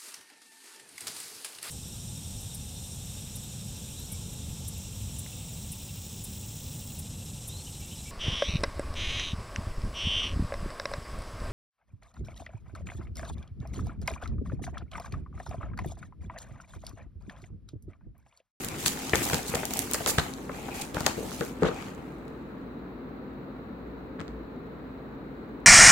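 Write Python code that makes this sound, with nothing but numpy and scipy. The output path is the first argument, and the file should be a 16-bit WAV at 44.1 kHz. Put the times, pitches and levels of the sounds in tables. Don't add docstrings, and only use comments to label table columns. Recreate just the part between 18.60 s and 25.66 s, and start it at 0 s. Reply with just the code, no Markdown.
import sys
import numpy as np
from scipy import signal
from scipy.fft import rfft, irfft
from scipy.io import wavfile

SR = 44100
rng = np.random.default_rng(int(sys.argv[2]) if len(sys.argv) > 2 else 0)


def digitize_waveform(pressure):
    field = np.atleast_2d(pressure).T
    bounded = np.clip(field, -1, 1)
    quanta = np.round(bounded * 32767).astype(np.int16)
    wavfile.write(sys.argv[1], SR, quanta)


N = 311346
TIME = np.arange(N) / SR
BINS = np.fft.rfftfreq(N, 1 / SR)

# frequency_hz, relative_level_db
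CRACK_COLOUR = [(200, -18.5), (800, -5.5), (2300, -5.5), (4200, 1), (5500, -2), (7200, 3), (10000, -3),
                (16000, -8.5)]
# frequency_hz, coherence (0-1)
PAPER_LIKENESS = [(100, 0.99), (500, 0.86), (1500, 0.31), (4000, 0.28), (10000, 0.068)]


def amp(db):
    return 10 ** (np.asarray(db) / 20)


def unit(x):
    return x / np.sqrt(np.mean(x ** 2) + 1e-20)


def read(points, hz):
    f, value = np.transpose(points)
    return np.interp(np.log(hz + 1), np.log(f + 1), value)


def pan(db):
    gains = amp([[db / 2], [-db / 2]])
    return unit(gains)


def add(mix, start_s, sound):
    part = mix[:, max(round(start_s * SR), 0):][:, :sound.shape[1]]
    part += sound[:, :part.shape[1]]


def colour(x, spectrum, alike):
    a, b = rfft(x)
    same = np.clip(read(alike, BINS), -1, 1)
    second = same * a + np.sqrt(1 - same ** 2) * b
    return unit(irfft(np.array([a, second]) * amp(read(spectrum, BINS)), N))


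def ring(x, gain_db, size=2048):
    hz = abs(np.fft.fftfreq(size, 1 / SR))
    log_gain = np.log(amp(np.maximum(gain_db(hz), -80)))
    taps = np.fft.ifft(np.exp(np.conj(signal.hilbert(log_gain)))).real
    y = signal.fftconvolve(x, taps[None, :size // 2], axes=1)
    return y * np.sqrt((x ** 2).sum(1, keepdims=True) / (y ** 2).sum(1, keepdims=True))


def crack_colour(x, bright_hz, neutral_hz=5600, lean_db=8):
    tilt_db = lean_db * np.log2(bright_hz / neutral_hz)

    def gain_db(f):
        return read(CRACK_COLOUR, f) + tilt_db * np.log2(np.maximum(f, 1500) / neutral_hz)

    return ring(x, gain_db)


def slips(per_s, spread_db, slip_s):
    happens = rng.random(N) < per_s / SR
    sizes = amp(spread_db * np.minimum(rng.exponential(1, N), 4.5)) * happens
    power = signal.lfilter([1], [1, -np.exp(-2 / (slip_s * SR))], sizes ** 2)
    return unit(np.sqrt(power) * rng.standard_normal((2, N)))


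def struck(burst, share):
    energy = (burst ** 2).sum(1, keepdims=True)
    blow = np.sqrt(energy) * (np.arange(burst.shape[1]) == 0)
    return np.sqrt(1 - share) * burst + np.sqrt(share) * blow


def wander(per_s):
    hz = np.geomspace(per_s / 6, per_s, 12)
    coarse_s = np.arange(0, N, 128) / SR
    phase_cycles = hz[:, None] * coarse_s + rng.random((len(hz), 1))
    curve = np.sin(2 * np.pi * phase_cycles).sum(0)
    return np.interp(TIME, coarse_s, unit(curve))


def off_the_sheet(x, bounce=0.78, path_s=0.000611, sway=0.5, moves_per_s=4):
    late = []
    for channel in x:
        delay_s = path_s * np.exp(sway * wander(moves_per_s))
        late.append(np.interp(TIME - delay_s, TIME, channel))
    return unit(x + bounce * np.array(late))


def room_hum(air_db=-42.0, pan_db=1, waver_hz=1.18):
    # frequency_hz, relative_level_db
    air_colour = [(22, -26.5), (52, -7), (85, -9.5), (150, -6), (270, -2), (470, -6.5), (640, -14.5),
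                  (1300, -17), (2500, -30), (3300, -39.5), (4000, -32.5), (5300, -53.5), (9800, -65),
                  (15500, -44.5)]
    # frequency_hz, coherence (0-1)
    air_likeness = [(60, 0.8), (290, 0.89), (640, 0.52), (1400, 0), (3000, 0)]
    # frequency_hz, width_hz, level_db
    standing_waves = [(144.7, 12, -56.5), (186.8, 14.6, -55.5), (232.6, 39, -51), (440, 21, -58.5)]
    # top_s, width_s, rise_db
    drone_swells = [(5.28, 0.14, 7.5), (5.76, 0.1, 11)]
    drone_hz, drone_floor_db = 57.8, -55
    fan_hz, fan_db = 263.2, -50.5

    def tone(hz):
        return np.sqrt(2) * np.sin(2 * np.pi * np.cumsum(hz + waver_hz * wander(2.8)) / SR)

    air = amp(air_db) * colour(rng.standard_normal((2, N)), air_colour, air_likeness)
    for hz, width_hz, db in standing_waves:
        resonance = 1 / (1 + (2 * (BINS - hz) / width_hz) ** 2)
        air = air + amp(db) * unit(irfft(rfft(rng.standard_normal(N)) * resonance, N))
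    drone_db = drone_floor_db
    for top_s, width_s, rise_db in drone_swells:
        drone_db = drone_db + rise_db * np.exp(-((TIME - top_s) / width_s) ** 2)
    return (air + amp(fan_db) * tone(fan_hz) + amp(drone_db) * tone(drone_hz)) * pan(pan_db)


def room(x, first_s=0.007):
    # frequency_hz, t60_s
    room_decay = [(150, 0.18), (1000, 0.39), (5000, 0.31), (14000, 0.44)]
    count = SR // 40
    at = np.arange(count) * 20 + rng.integers(0, 20, (2, count))
    taps = np.zeros((2, count * 20))
    signs = rng.choice([-1., 1.], at.shape)
    np.put_along_axis(taps, at, signs * (at > first_s * SR), 1)
    hz, t, bands = signal.stft(taps, SR, nperseg=256)
    decay_db = -60 * t / read(room_decay, hz)[:, None]
    tail = signal.istft(bands * amp(decay_db), SR, nperseg=256)[1]
    return signal.fftconvolve(x, tail / np.linalg.norm(tail[0]), axes=1)[:, :N]


def stroke_envelope(start_s, length_s, rise_s=0.02, fall_s=0.018, arch_db=1):
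    t = TIME - start_s
    rise = np.clip(t / rise_s, 0, 1)
    fade = 1 / (1 + np.exp(np.clip((t - length_s) / fall_s + 1, -30, 30)))
    arch = amp(-arch_db * np.clip(2 * t / length_s - 1, -1, 1) ** 2)
    return rise * fade * arch


def handling(creep_fine_db=-5):
    # start_s, length_s, hiss_db, rustle_db, hiss_above_8_khz_db (relative to the hiss)
    hand_strokes = [(-0.03, 0.13, -38.5, -53, 0), (0.17, 0.2, -34, -62, -3), (0.363, 0.21, -36.5, -55, -7),
                    (0.527, 0.29, -31, -33, -1.5), (0.892, 0.16, -40.5, -35, 0),
                    (1.089, 0.18, -37, -36.5, -1), (1.286, 0.44, -44, -39, -1),
                    (1.917, 0.41, -46.5, -45, -4), (2.128, 0.13, -38, -40.5, -4),
                    (2.336, 0.23, -38.5, -35, -7.5), (2.557, 0.37, -41.5, -44.5, -3),
                    (2.707, 0.08, -38.5, -42, -8), (3, 0.33, -46, -43.5, -15)]
    # time_s, hiss_db, rustle_db (ahead of trims)
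    grip_creep = [(0, -41.5, -39), (1.4, -38.5, -46), (1.85, -50, -53), (3.3, -56.5, -48), (3.6, -67, -57),
                  (4.3, -78.5, -73), (7, -75, -72.5)]
    time_s, hiss_db, rustle_db = np.transpose(grip_creep)
    hiss = amp(np.interp(TIME, time_s, hiss_db))
    rustle = amp(np.interp(TIME, time_s, rustle_db))
    power = np.array([hiss, hiss * amp(creep_fine_db), rustle]) ** 2
    for start_s, length_s, hiss_db, rustle_db, fine_db in hand_strokes:
        gains = amp([[hiss_db], [hiss_db + fine_db], [rustle_db]])
        power = power + gains ** 2 * stroke_envelope(start_s, length_s) ** 2
    return np.sqrt(power)


def crinkle(hiss_gain, fine_db=-13.5, coarse_db=-12, coarse_hz=2400, busy_db=-38, steepness=1.015):
    fine = colour(slips(per_s=68, spread_db=4.5, slip_s=0.000506), CRACK_COLOUR, PAPER_LIKENESS)
    coarse = unit(crack_colour(slips(per_s=70, spread_db=4.0, slip_s=0.0009), coarse_hz)[:, :N])
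    ticks = amp(fine_db) * off_the_sheet(fine, bounce=0.8, moves_per_s=19)
    ticks = ticks + amp(coarse_db) * off_the_sheet(coarse, bounce=0.8, moves_per_s=19)
    return ticks * amp(busy_db) * (hiss_gain / amp(busy_db)) ** steepness


def rubs(trim_db=-1, soft=0.17, pan_db=2):
    # start_s, length_s, level_db (ahead of the trim)
    thumb_rubs = [(0.36, 0.16, -50.5), (0.974, 0.093, -44.5), (1.897, 0.25, -49.5), (2.106, .15, -45.5),
                  (3.15, 0.07, -45.5)]
    # frequency_hz, relative_level_db
    panel_colour = [(300, -4.5), (600, -36), (790, 21.5), (1050, -14), (1700, -8), (2050, 2), (2450, 11),
                    (3000, 0), (4500, -23), (8000, -37)]
    out = np.zeros((2, N))
    grain = colour(slips(per_s=600, spread_db=2.5, slip_s=0.003), panel_colour, PAPER_LIKENESS)
    for start_s, length_s, db in thumb_rubs:
        run = grain[:, round(start_s * SR):][:, :round(length_s * SR)]
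        envelope = signal.windows.tukey(run.shape[1], soft)
        add(out, start_s, amp(db + trim_db) * unit(run) * envelope)
    return out * pan(pan_db)


def scrapes(trim_db=-4, soft=0.46):
    # start_s, length_s, level_db (ahead of the trim), brightness_hz, left_over_right_db
    edge_strokes = [(0.253, 0.036, -22, 6430, 0), (0.628, 0.021, -26.5, 7200, 3),
                    (0.869, 0.04, -32.5, 6900, -1), (0.946, 0.012, -26, 5400, 0),
                    (1.214, 0.011, -35.5, 7600, 7), (1.336, 0.022, -28.5, 5500, -10),
                    (1.466, 0.052, -22, 6750, -2.5), (1.577, 0.03, -25.5, 2760, 2),
                    (2.211, 0.014, -30, 5500, 0), (3.043, 0.055, -30.5, 1700, 1)]
    out = np.zeros((2, N))
    grain = off_the_sheet(slips(per_s=5700, spread_db=2.5, slip_s=0.002))
    for start_s, length_s, db, bright_hz, pan_db in edge_strokes:
        run = grain[:, round(start_s * SR):][:, :round(length_s * SR)]
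        run = unit(run * signal.windows.tukey(run.shape[1], soft))
        add(out, start_s, amp(db + trim_db) * pan(pan_db) * crack_colour(run, bright_hz))
    return out


def sliding(hiss_gain, fine_gain, rustle_gain, hiss_db=-3.5, rustle_db=-1,
            hiss_pan_db=-1, rustle_pan_db=3.5, fine_hz=8000):
    # frequency_hz, relative_level_db
    hiss_colour = [(900, -21.5), (2500, -3.5), (3800, -3.5), (5300, -4.5), (7200, 0.5), (9500, -3),
                   (13000, -2), (16000, -8.5)]
    # frequency_hz, relative_level_db
    rustle_colour = [(30, -10), (55, -6.5), (90, 2), (250, 2.5), (550, -5), (780, 3.5), (1050, -6),
                     (1700, -9.5), (2300, -6.5), (3100, -14.5), (6000, -30.5)]
    hiss_slips = slips(per_s=6100, spread_db=3.5, slip_s=0.0009)
    hiss = off_the_sheet(colour(hiss_slips, hiss_colour, PAPER_LIKENESS))
    fine = irfft(rfft(hiss) / (1 + (fine_hz / (BINS + 1)) ** 8), N)
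    rustle_slips = slips(per_s=700, spread_db=1.5, slip_s=0.0019)
    rustle = off_the_sheet(colour(rustle_slips, rustle_colour, PAPER_LIKENESS))
    moving_hiss = (hiss - fine) * hiss_gain + fine * fine_gain
    return (moving_hiss * amp(hiss_db) * pan(hiss_pan_db)
            + rustle * rustle_gain * amp(rustle_db) * pan(rustle_pan_db))


def rebounds(settle_s, count=5, first_gap_s=0.013, slowing=1.3, settled_db=-19.5):
    gaps_s = first_gap_s * slowing ** np.arange(count - 1)
    delays_s = np.append(0, np.cumsum(gaps_s))
    return zip(delays_s, settled_db * delays_s / max(settle_s, 0.005))


def spread_sheet(x, loose_db=-6):
    # time_s, share (0-1)
    spread_share = [(0, 0.27), (1.6, 0.17), (2.5, 0.2), (2.9, 1)]
    # frequency_hz, width_hz, level_db
    sheet_modes = [(177, 19, 6), (460, 66, -5), (1204, 180, -5.5)]
    drum = amp(loose_db) * x
    for hz, width_hz, db in sheet_modes:
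        drum = drum + amp(db) * signal.lfilter(*signal.iirpeak(hz, hz / width_hz, fs=SR), x)
    share = np.clip(np.interp(TIME, *np.transpose(spread_share)), 0, 1)
    return (1 - share) * x + share * drum


def buckles(push_db=-3, push_hz=120, push_s=0.0037, flap_db=-2, flap_s=0.0069, rattle_db=-3, rattle_s=0.0038,
            rise_s=0.00031, flap_slope_db=26, rattle_slope_db=30, low_side=0.4,
            flap_apart=0.56, rattle_apart=0.74, pan_db=3.5):
    # start_s, push_db, flap_db, flap_hz, rattle_db, settle_s (time to settle, taken as 0.005 at least)
    panel_flips = [(0.261, -28, -38, 392, -25, 0.0081), (0.5338, -19, -17.5, 520, -15.5, 0.036),
                   (0.618, -35.5, -29.5, 494, -38, .02), (0.7325, -22, -24.5, 440, -23, 0.018),
                   (0.7451, -24, -29, 476, -45, 0.024), (0.894, -26, -50, 333, -41, 0.027),
                   (0.9383, -28.5, -23, 674, -29.5, 0.079), (1.032, -39, -29, 630, -30.5, .02),
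                   (1.3445, -36.5, -28.5, 555, -25.5, 0.028), (1.406, -39, -28.5, 670, -38.5, 0.0092),
                   (1.4623, -39, -24.5, 620, -24.5, 0.076), (1.583, -14, -23.5, 640, -18, 0.029),
                   (1.8935, -50, -32, 650, -31.5, 0.014), (2.084, -50.5, -32, 770, -40, 0.0092),
                   (2.3461, -29, -29.5, 480, -36, 0.0197), (2.3678, -25.5, -29.5, 654, -26.5, 0.028),
                   (2.407, -25.5, -34, 563, -30.5, .02), (2.4647, -32.5, -20.5, 764, -20.5, 0.027),
                   (2.575, -37, -26.5, 423, -48, 0.3), (2.809, -24.5, -20.5, 440, -24.5, .03),
                   (3.0219, -25.5, -12.5, 460, -27.5, 0.0033), (3.033, -19, -15.5, 440, -22, .14),
                   (3.39, -42, -37, 520, -51, .01), (5.59, -32, -36, 460, -37, .02),
                   (5.607, -28, -29.5, 350, -36, 0.023)]
    rattle_folded_hz, rattle_open_hz, open_s = 2445, 1416, 2.12
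    out, t = np.zeros((2, N)), np.arange(SR // 12) / SR

    def start_rms(y):
        return np.sqrt(np.mean(y[..., :SR // 170] ** 2))

    def waves(centre_hz, decay_s, slope_db, apart):
        noise = rng.standard_normal((3, len(t)))
        shape = np.exp(-t / decay_s) * (1 - np.exp(-t / rise_s))
        burst = struck((noise[2] + apart * noise[:2]) * shape, share=0.12)

        def hump(f):
            octaves = np.log2((f + 1) / centre_hz)
            return -np.hypot(5, slope_db * np.maximum(-low_side * octaves, octaves))

        y = ring(burst, hump)[:, :len(t)]
        return unit(y) * np.sqrt(np.mean(shape ** 2)) / start_rms(shape)

    for start_s, push, flap, flap_hz, rattle, settle_s in panel_flips:
        opened = min(start_s / open_s, 1)
        rattle_hz = rattle_folded_hz * (rattle_open_hz / rattle_folded_hz) ** opened
        for delay_s, db in rebounds(settle_s):
            swing_hz = push_hz * rng.uniform(1.0, 1.31)
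            swing = np.sin(2 * np.pi * swing_hz * t) * np.exp(-t / push_s)
            pop = (amp(push + push_db) * swing / start_rms(swing)
                   + amp(flap + flap_db) * waves(flap_hz, flap_s, flap_slope_db, flap_apart)
                   + amp(rattle + rattle_db) * waves(rattle_hz, rattle_s, rattle_slope_db, rattle_apart))
            add(out, start_s + delay_s, amp(db) * pop * pan(pan_db))
    return signal.sosfilt(signal.butter(2, 45, "high", fs=SR, output="sos"), out)


def snaps(trim_db=-2.0, crack_s=0.00059, after_s=0.015, after_db=-24, shared=0.31, far_delay_s=0.0003):
    # start_s, level_db (ahead of the trim), brightness_hz, left_over_right_db
    crease_snaps = [(0.047, -24, 7760, -0.5), (0.0862, -27.5, 5730, -3.5), (0.2611, -16, 3940, 5),
                    (0.281, -16.5, 7630, -15), (0.5558, -15, 4160, 9), (0.7323, -22, 3690, 0),
                    (0.7443, -17, 3990, -4), (0.954, -24, 5600, -7.5), (1.0536, -20, 8080, -1),
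                    (1.1368, -21, 6700, -1), (1.1715, -22.5, 9000, -1.5), (1.1917, -14, 9200, -8.5),
                    (1.3132, -23.5, 6900, 13), (1.335, -16, 7800, 0), (1.345, -20, 5300, 9),
                    (1.4617, -18.5, 3700, 1), (1.5846, -15.5, 2840, -12), (2.3455, -30, 4600, -6.5),
                    (2.406, -26.5, 5000, 2.5), (2.4639, -14.5, 4540, 9.5), (2.466, -13.5, 4430, -0.5),
                    (2.809, -28, 3140, -1.5), (3.0328, -19, 1680, -0.5), (3.6805, -50.5, 3800, 0),
                    (5.597, -35, 1600, -0.5), (5.6038, -33.5, 1610, 14), (5.6138, -35.5, 2000, -7),
                    (5.6803, -40.5, 1996, -2)]
    out, t = np.zeros((2, N)), np.arange(SR // 40) / SR
    shape = np.exp(-t / crack_s) + amp(after_db) * np.exp(-t / after_s)
    for start_s, db, bright_hz, pan_db in crease_snaps:
        noise = rng.standard_normal((3, len(t)))
        burst = (noise[:2] + shared * noise[2]) * shape
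        crack = crack_colour(struck(burst, share=0.046), bright_hz)
        crack = crack / np.sqrt(np.mean(crack[:, :SR // 500] ** 2, axis=1, keepdims=True))
        far = int(pan_db >= 0)
        crack[far] = np.roll(crack[far], round(far_delay_s * SR))
        add(out, start_s, amp(db + trim_db) * pan(pan_db) * crack)
    return out


def scene(sharp_room_db=-9, dull_room_db=-9):
    hiss_gain, fine_gain, rustle_gain = handling()
    sharp = snaps() + scrapes()
    dull = spread_sheet(buckles())
    reflections = room(amp(sharp_room_db) * sharp + amp(dull_room_db) * dull)
    soft = sliding(hiss_gain, fine_gain, rustle_gain) + crinkle(hiss_gain) + rubs()
    return room_hum() + reflections + soft + dull + sharp


def record(dry, edge_hz=16000):
    taps = signal.firwin(511, edge_hz, window=("kaiser", 9), fs=SR)
    return signal.oaconvolve(dry, taps[None], "same")


dry = scene()
out = record(dry)
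digitize_waveform(out)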